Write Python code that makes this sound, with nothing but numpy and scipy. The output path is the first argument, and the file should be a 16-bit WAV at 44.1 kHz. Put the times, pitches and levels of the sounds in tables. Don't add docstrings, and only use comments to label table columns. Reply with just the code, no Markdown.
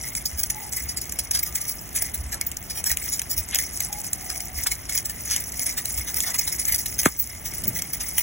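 import sys
import numpy as np
from scipy import signal
from scipy.fft import rfft, irfft, next_fast_len
from scipy.io import wavfile

SR = 44100
rng = np.random.default_rng(int(sys.argv[2]) if len(sys.argv) > 2 else 0)


def generate_wav(signal):
    frames = np.transpose(np.atleast_2d(signal))
    scaled = np.clip(frames, -1, 1) * 32767
    pcm = np.round(scaled).astype(np.int16)
    wavfile.write(sys.argv[1], SR, pcm)


N = 362502
TIME = np.arange(N) / SR

# (time [s], length [s], link clatter [dB], high link ring [dB], stick knock [dB])
CHAIN_JERKS = [(0.166, 0.041, -23.5, -41, -61), (0.259, 0.017, -20, -24, -59),
               (0.391, 0.043, -22, -22, -40), (0.434, 0.0057, -20, -23, -36.5),
               (0.502, 0.012, -22, -32, -39), (0.768, 0.026, -24, -26, -46),
               (0.894, 0.037, -23.5, -44, -49), (0.973, 0.014, -23, -35, -62),
               (1.016, 0.0092, -27.5, -36, -58), (1.194, 0.012, -22, -37, -39),
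               (1.312, 0.0049, -19.5, -37, -46), (1.353, 0.039, -16, -31, -31),
               (1.3916, 0.01, -22.0, -25, -44), (1.432, 0.0096, -27, -17, -54),
               (1.464, 0.058, -27.0, -31, -41), (1.555, 0.023, -22, -20, -50),
               (1.6146, 0.018, -25, -35, -51), (1.689, 0.053, -21.5, -25, -56),
               (1.96, 0.03, -19.5, -28.0, -36), (2.021, 0.0083, -22, -25.0, -38),
               (2.144, 0.013, -24.5, -22, -46), (2.328, 0.023, -25, -29, -34.5),
               (2.469, 0.01, -34, -20, -55), (2.705, 0.034, -25, -35, -41), (2.772, 0.07, -24.5, -28, -36),
               (2.867, 0.032, -19, -19, -35), (2.9154, 0.018, -20.5, -28, -35),
               (3.131, 0.031, -20, -37, -45), (3.311, 0.033, -20.5, -22, -44),
               (3.377, 0.029, -21.5, -16.5, -38.5), (3.559, 0.008, -23.5, -38, -31.5),
               (3.593, 0.01, -30, -25, -56), (3.929, 0.019, -25.5, -32, -41),
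               (4.304, 0.021, -24.5, -42, -36.5), (4.636, 0.0059, -25, -32.0, -53),
               (4.669, 0.015, -18.5, -30, -29), (4.718, 0.023, -20.5, -25, -39),
               (4.896, 0.017, -25.5, -25, -35), (4.953, 0.0098, -22, -24, -40),
               (4.9763, 0.01, -21, -32, -35), (5.056, 0.017, -24.5, -26, -48),
               (5.098, 0.017, -27, -29, -38.5), (5.32, 0.068, -17.5, -36, -38),
               (5.665, 0.014, -19.5, -35, -36), (5.694, 0.044, -23, -31.0, -45),
               (5.779, 0.022, -22.5, -24, -30.5), (5.981, 0.052, -30, -23, -39),
               (6.079, 0.032, -26, -29, -34.5), (6.167, 0.039, -23.5, -17, -36),
               (6.269, 0.047, -25, -33, -31.5), (6.3446, 0.019, -22.5, -41, -31),
               (6.390, 0.012, -17.5, -16, -34), (6.478, 0.029, -21.5, -32, -31),
               (6.525, 0.017, -23.5, -28, -50), (6.594, 0.012, -22, -39, -40),
               (6.685, 0.04, -26, -16, -33.5), (6.7237, 0.011, -18, -28, -37),
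               (6.747, 0.016, -19, -23, -37), (6.788, 0.018, -30, -19, -53), (6.9924, 0.022, -17, -24, -32),
               (7.057, 0.012, -17.5, -26, -26.5), (7.1983, 0.028, -28.5, -13.5, -54),
               (7.458, 0.036, -28, -22, -38), (7.64, 0.012, -27.5, -23, -43),
               (7.679, 0.011, -32, -15.5, -48), (7.761, 0.05, -25.5, -23, -38.5),
               (7.79, 0.011, -27.5, -38, -36), (7.935, 0.01, -26, -23, -41.5),
               (8.008, 0.016, -24.5, -26.0, -36), (8.183, 0.033, -20, -15, -28.5)]
# (time [s], level [dB])
LINK_SNAPS = [(0.152, -24.5), (.503, -22), (.726, -30), (1.096, -31.5), (1.123, -27), (1.19, -22.5),
              (1.3141, -24.5), (1.391, -30), (1.558, -24.5), (1.9607, -26), (2.3442, -27.5), (2.413, -21),
              (2.5164, -29.5), (2.570, -27.5), (2.8416, -23), (2.862, -28.5), (2.8976, -31),
              (2.9165, -22.5), (2.972, -22.5), (3.1946, -22), (3.218, -25.5), (3.5469, -19), (3.5568, -23),
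              (3.588, -20), (3.8047, -20.5), (4.046, -35), (4.1326, -19.5), (4.405, -28), (4.6677, -33),
              (5.312, -23.5), (5.3635, -20), (5.595, -26), (5.8564, -23), (6.144, -24.5), (6.2047, -19.5),
              (6.654, -24), (6.860, -24.5), (7.033, -24), (7.821, -24), (8.182, -20)]
# (frequency [Hz], level [dB])
CLATTER_TONE = [(2500, -37), (3800, -14), (5300, 3), (6500, 0), (7400, -2.5), (8400, -1), (9600, 3.5),
                (10400, 3), (12400, -6.5), (16000, -9.5)]
RING_TONE = [(13000, -18), (14200, 14), (15200, 14), (16000, 20)]
SNAP_TONE = [(600, -16.5), (2200, -5), (3800, -5.5), (6500, 6.5), (11000, 6), (16000, 2.5)]
STICK_TONE = [(300, -23), (800, -8.5), (1400, -9.5), (2100, 1.5), (2500, -5), (3400, -3.5), (5000, -9.5)]

SWAY = .045
TUBE_WIDTH_HZ = 90


def clinks(directions=5, knock_trim_db=-1):
    places = np.zeros((directions, N))
    for row, (s, length, clatter_db, ring_db, knock_db) in enumerate(CHAIN_JERKS):
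        hits = jerk(length)
        clatter = contact(CLATTER_TONE, t60=.016, tick=.7, mode_count=30)
        ring = contact(RING_TONE, t60=.02, tick=.6, mode_count=8)
        knock = contact(STICK_TONE, t60=.026, tick=.6, mode_count=22)
        for response, db in (clatter, clatter_db), (ring, ring_db), (knock, knock_db + knock_trim_db):
            clink = signal.fftconvolve(hits, response)
            start = s - (len(hits) / 2 + len(response) // 16) / SR
            add(places[row % directions], start, hit_level(clink, db))
    return sum(stereo(x, skew) for x, skew in zip(places, np.linspace(-SWAY, SWAY, directions)))


def snaps(bounce_s=.0045):
    places = np.zeros((2, N))
    for row, (s, db) in enumerate(LINK_SNAPS):
        hits = jerk(bounce_s)
        hits[len(hits) // 2] = 1
        snap = strike(hits, contact(SNAP_TONE, t60=.009, tick=.8, mode_count=40))
        add(places[row % 2], s - len(hits) / 2 / SR, hit_level(snap, db))
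    return stereo(places[0], -SWAY) + stereo(places[1], SWAY)


def hollow_notes(taps_s=.012):
    # (time [s], pitch [Hz], level [dB])
    notes = [(.175, 2100, -39), (.774, 2050, -36), (.804, 2090, -38), (1.431, 2200, -35),
             (2.412, 2140, -36), (2.902, 2010, -30.5), (3.591, 2020, -33.5), (4.715, 2220, -30.5),
             (5.697, 2110, -36), (6.174, 2070, -36.5), (6.695, 2150, -38), (7.762, 1990, -35)]
    out = np.zeros(N)
    for s, hz, db in notes:
        ring = resonate(jerk(taps_s), hz, TUBE_WIDTH_HZ)
        add_centred(out, s, hit_level(resonate(ring, hz, hz / 2), db))
    return stereo(out)


def loose_links(directions=3, tube_hz=2090, detune=.025):
    out = 0
    strength = shaking() / np.sqrt(directions)
    for place in np.linspace(-1, 1, directions):
        shimmer = unit(colour(chatter(rate=2500, scatter_db=5, clump_db=8), CLATTER_TONE))
        pings = tinkles(CLATTER_TONE, 5300, 11500, count=380, width_hz=300, scatter_db=10)
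        sparkle = tinkles(RING_TONE, 14300, 15700, count=300, width_hz=450, scatter_db=10)
        ticks = tinkles(SNAP_TONE, 5500, 11500, count=50, width_hz=5000, scatter_db=6, length=.003)
        links = undb(-3) * shimmer + undb(-4) * pings + undb(-7) * ticks + undb(-4) * sparkle
        taps = strength * chatter(rate=300, scatter_db=4, clump_db=11, clump_hz=50)
        knocks = strike(taps, contact(STICK_TONE, t60=.02, tick=2, mode_count=40))
        tube = resonate(taps, tube_hz * (1 + detune * place), TUBE_WIDTH_HZ)
        tube *= np.sqrt(SR / np.pi / TUBE_WIDTH_HZ)
        out += stereo(strength * links + undb(-18) * knocks + undb(-15) * tube, SWAY * place)
    return out


def shaking(rest_db=-42, settle_db=-16, settle_s=.05, slack_db=-6, slack_lead_s=.015, slack_s=.009):
    # (time [s], length [s], level [dB])
    swings = [(0.034, 0.16, -35), (0.59, 0.079, -39), (0.77, 0.13, -32.5), (1.096, 0.19, -39),
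              (1.624, 0.11, -36), (2.014, 0.066, -30), (2.905, 0.021, -21), (3.09, 0.11, -30),
              (3.595, 0.083, -27.5), (3.813, 0.062, -29), (4.053, 0.1, -33.5), (4.348, 0.13, -34.5),
              (4.611, 0.047, -27), (4.955, 0.042, -24.5), (5.34, 0.14, -30), (5.633, 0.085, -28.5),
              (5.926, 0.12, -30.5), (6.256, 0.15, -28.5), (6.434, 0.055, -32), (6.694, 0.24, -30),
              (7.041, 0.036, -24), (7.236, 0.092, -38), (7.597, 0.11, -31.5), (8.15, 0.36, -33)]
    t = TIME[::64]
    power = undb(rest_db) ** 2
    for s, length, db in swings:
        power += undb(db) ** 2 * np.exp(-2 * ((t - s) / length) ** 2)
    for s, _, db, *_ in CHAIN_JERKS:
        power += (t > s) * undb(db + settle_db) ** 2 * np.exp(-2 * np.abs(t - s) / settle_s)
    slack = sum(np.exp(-((t - s + slack_lead_s) / slack_s) ** 2) for s, *_ in CHAIN_JERKS + LINK_SNAPS)
    return np.interp(TIME, t, np.sqrt(power) * undb(slack_db * np.minimum(slack, 1)))


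def jerk(length, rate=2200, scatter_db=4, rise=.25, fall=.56, snap_s=.0026, size=1536):
    t = np.arange(-size, size + 1) / SR / length
    hits = random_taps(len(t), rate) * undb(scatter_db * rng.standard_normal(len(t)))
    hits *= np.exp(-np.abs(t) / np.where(t < 0, rise, fall))
    hits /= np.linalg.norm(hits) + 1e-9
    hits[size] = snap_s / length
    return hits


def chatter(rate, scatter_db, clump_db, clump_hz=75):
    hits = random_taps(N, rate)
    knots = np.arange(0, N / SR, 1 / clump_hz)
    clumps = np.interp(TIME, knots, np.clip(rng.standard_normal(len(knots)), -2, 1))
    scatter = np.clip(rng.standard_normal(N), -2, 2)
    return unit(hits * undb(scatter_db * scatter + clump_db * clumps))


def tinkles(tone, low_hz, high_hz, count, width_hz, scatter_db, length=.009):
    out = np.zeros(N)
    for when, pitch, force in rng.random((count, 3)):
        grain = resonate(jerk(length, size=400), low_hz + (high_hz - low_hz) * pitch, width_hz)
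        add(out, when * N / SR, unit(grain) * undb(scatter_db * force))
    return unit(colour(out, tone))


def contact(tone, t60, tick, mode_count, size=2048):
    t = (np.arange(size) - size // 16) / SR
    spread = (np.arange(mode_count) + rng.random(mode_count)) / mode_count
    hz = np.interp(spread, [0, 1], [tone[0][0], tone[-1][0]])
    modes = rng.standard_normal(mode_count) @ np.sin(2 * np.pi * hz[:, None] * t)
    ring = modes * (t >= 0) * np.exp(-np.log(1000) * np.abs(t) / t60)
    response = unit(colour(ring, tone)) + tick * unit(colour(t == 0, tone))
    return response / np.linalg.norm(response)


def strike(hits, response):
    return signal.oaconvolve(hits, response)[len(response) // 16:][:N]


def kick(s=7.0577, attack_s=.0012, hold_s=.0085, release_s=.0038):
    # (frequency [Hz], width [Hz], level [dB])
    kick_rings = [(385, 50, -9.5), (1190, 130, -3.5)]
    crack_hz, crack_end_hz, crack_s, crack_fall_s = 4290, 1080, .00338, .000977
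    thump_hz, thump_fall_s = 380, .0087
    t = np.arange(SR // 16) / SR
    crack_sweep = crack_end_hz + (crack_hz - crack_end_hz) * np.exp(-t / crack_fall_s)
    thump_sweep = thump_hz * np.exp((crack_s - t) / thump_fall_s)
    hz = np.where(t < crack_s, crack_sweep, thump_sweep)
    envelope = np.minimum(t / attack_s, 1) * np.exp(-np.maximum(t - hold_s, 0) / release_s)
    out = np.zeros(N)
    add(out, s, undb(-10.5) * envelope * np.sin(2 * np.pi * np.cumsum(hz) / SR))
    rasp = puff(length=.008, hz=1500, width_hz=1400)
    add_centred(out, s + attack_s, undb(-27) * rasp)
    return stereo(with_resonances(out, kick_rings))


def gusts(length=.07, hz=69.1, width_hz=17):
    # (time [s], level [dB])
    pushes = [(0.372, -33.5), (0.859, -34), (2.23, -29.5), (2.92, -34.5), (3.408, -32.5), (4.569, -35),
              (5.98, -33)]
    return puff_track((s, length, hz, width_hz, db) for s, db in pushes)


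def swishes():
    # (time [s], length [s], centre [Hz], level [dB])
    moves = [(2.354, 0.042, 920, -46.5), (3.546, 0.028, 2730, -29.5), (4.668, 0.0088, 1490, -29),
             (5.333, 0.059, 2560, -36), (6.291, 0.037, 1100, -41.5), (7.692, 0.086, 125, -33)]
    return puff_track((s, length, hz, hz, db) for s, length, hz, db in moves)


def street_echo(x, t60=.08, wet_db=-6):
    mids = colour(x, [(400, -7), (900, 0), (2600, 1), (5500, -10)])
    t = np.arange(SR // 3) / SR
    tails = rng.standard_normal((2, len(t))) * np.exp(-np.log(1000) * t / t60)
    return undb(wet_db) * signal.oaconvolve(mids, tails / np.linalg.norm(tails[0]), axes=1)[:, :N]


def hoots(width_hz=85):
    # (time [s], length [s], pitch [Hz], level [dB])
    calls = [(.62, 0.1, 850, -45), (1.55, 0.25, 1210, -56), (3.95, 0.13, 820, -47), (4.35, 0.34, 752, -55)]
    return puff_track((s, length, hz, width_hz, db) for s, length, hz, db in calls)


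def town(bass_side_db=-10, side_db=-2):
    # (frequency [Hz], level [dB])
    rumble_tone = [(20, -31), (35, -12.5), (60, 4), (110, -5.5), (180, -9), (370, -17), (520, -26.5),
                   (800, -25), (2000, -25.5), (3000, -27), (16000, -91)]
    # (time [s], level [dB])
    fader = [(0, -41.5), (7.03, -41), (7.13, -46.5), (7.28, -45), (7.5, -40), (8.2, -41.5)]
    mid, side = (unit(colour(rng.standard_normal(N), rumble_tone)) for _ in range(2))
    side = colour(side, [(330, bass_side_db), (600, side_db)])
    return np.array([mid + side, mid - side]) * undb(np.interp(TIME, *np.transpose(fader)))


def puff(length, hz, width_hz):
    t = np.arange(-1.5 * length, 1.5 * length, 1 / SR)
    bell = np.exp(-2 * (t / length) ** 2)
    noise = rng.standard_normal(len(t) + SR // 4)
    band = resonate(resonate(noise, hz, width_hz), hz, width_hz)[-len(t):]
    return unit(band * bell) * np.sqrt(np.mean(bell ** 2))


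def puff_track(cues):
    out = np.zeros(N)
    for s, length, hz, width_hz, db in cues:
        add_centred(out, s, puff(length, hz, width_hz) * undb(db))
    return stereo(out)


def stereo(x, skew=0):
    # (frequency [Hz], phase [turns])
    left_lead = [(450, 0), (950, -.25), (2000, 0), (3350, 0), (4250, .48), (4900, .52), (6300, 1),
                 (7450, 1), (8450, 1.48), (9200, 1.52), (10600, 2), (11600, 2), (12450, 2.48),
                 (13550, 2.52), (14800, 3)]
    size = next_fast_len(N)
    f = np.fft.rfftfreq(size, 1 / SR)
    turns = np.interp(f * (1 + skew), *np.transpose(left_lead))
    spectrum = rfft(x, size)
    return irfft([spectrum * np.exp(2j * np.pi * turns), spectrum], size)[:, :N]


def random_taps(size, rate):
    return (rng.random(size) < rate / SR) * rng.choice([-1, 1], size)


def colour(x, tone):
    hz, db = np.transpose(tone)
    size = next_fast_len(x.shape[-1])
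    f = np.fft.rfftfreq(size, 1 / SR)
    gain = undb(np.interp(np.log(f + 1), np.log(hz), db))
    return irfft(rfft(x, size) * gain, size)[..., :x.shape[-1]]


def resonate(x, hz, width_hz):
    return signal.lfilter(*signal.iirpeak(hz, hz / width_hz, fs=SR), x)


def with_resonances(x, peaks):
    return x + sum(undb(db) * resonate(x, hz, width_hz) for hz, width_hz, db in peaks)


def hit_level(x, db, span_s=.01):
    return x * undb(db) * np.sqrt(span_s * SR) / np.linalg.norm(x)


def undb(db):
    return 10 ** (np.asarray(db) / 20)


def unit(x):
    return x / np.sqrt(np.mean(x ** 2) + 1e-20)


def add(out, s, x):
    i = int(s * SR)
    part = x[max(-i, 0):max(N - i, 0)]
    out[max(i, 0):max(i, 0) + len(part)] += part


def add_centred(out, s, x):
    add(out, s - len(x) / 2 / SR, x)


def scene():
    near = clinks() + snaps() + hollow_notes() + loose_links() + kick()
    return near + street_echo(near) + gusts() + swishes() + hoots() + town()


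def record(dry, top_hz=15820):
    # (frequency [Hz], width [Hz], level [dB])
    port_peaks = [(672, 219, 3), (1210, 53, -7), (1730, 230, -7.5)]
    low_pass = signal.ellip(12, .2, 70, top_hz, fs=SR, output="sos")
    return signal.sosfilt(low_pass, with_resonances(dry, port_peaks))


dry = scene()
out = record(dry)
generate_wav(out)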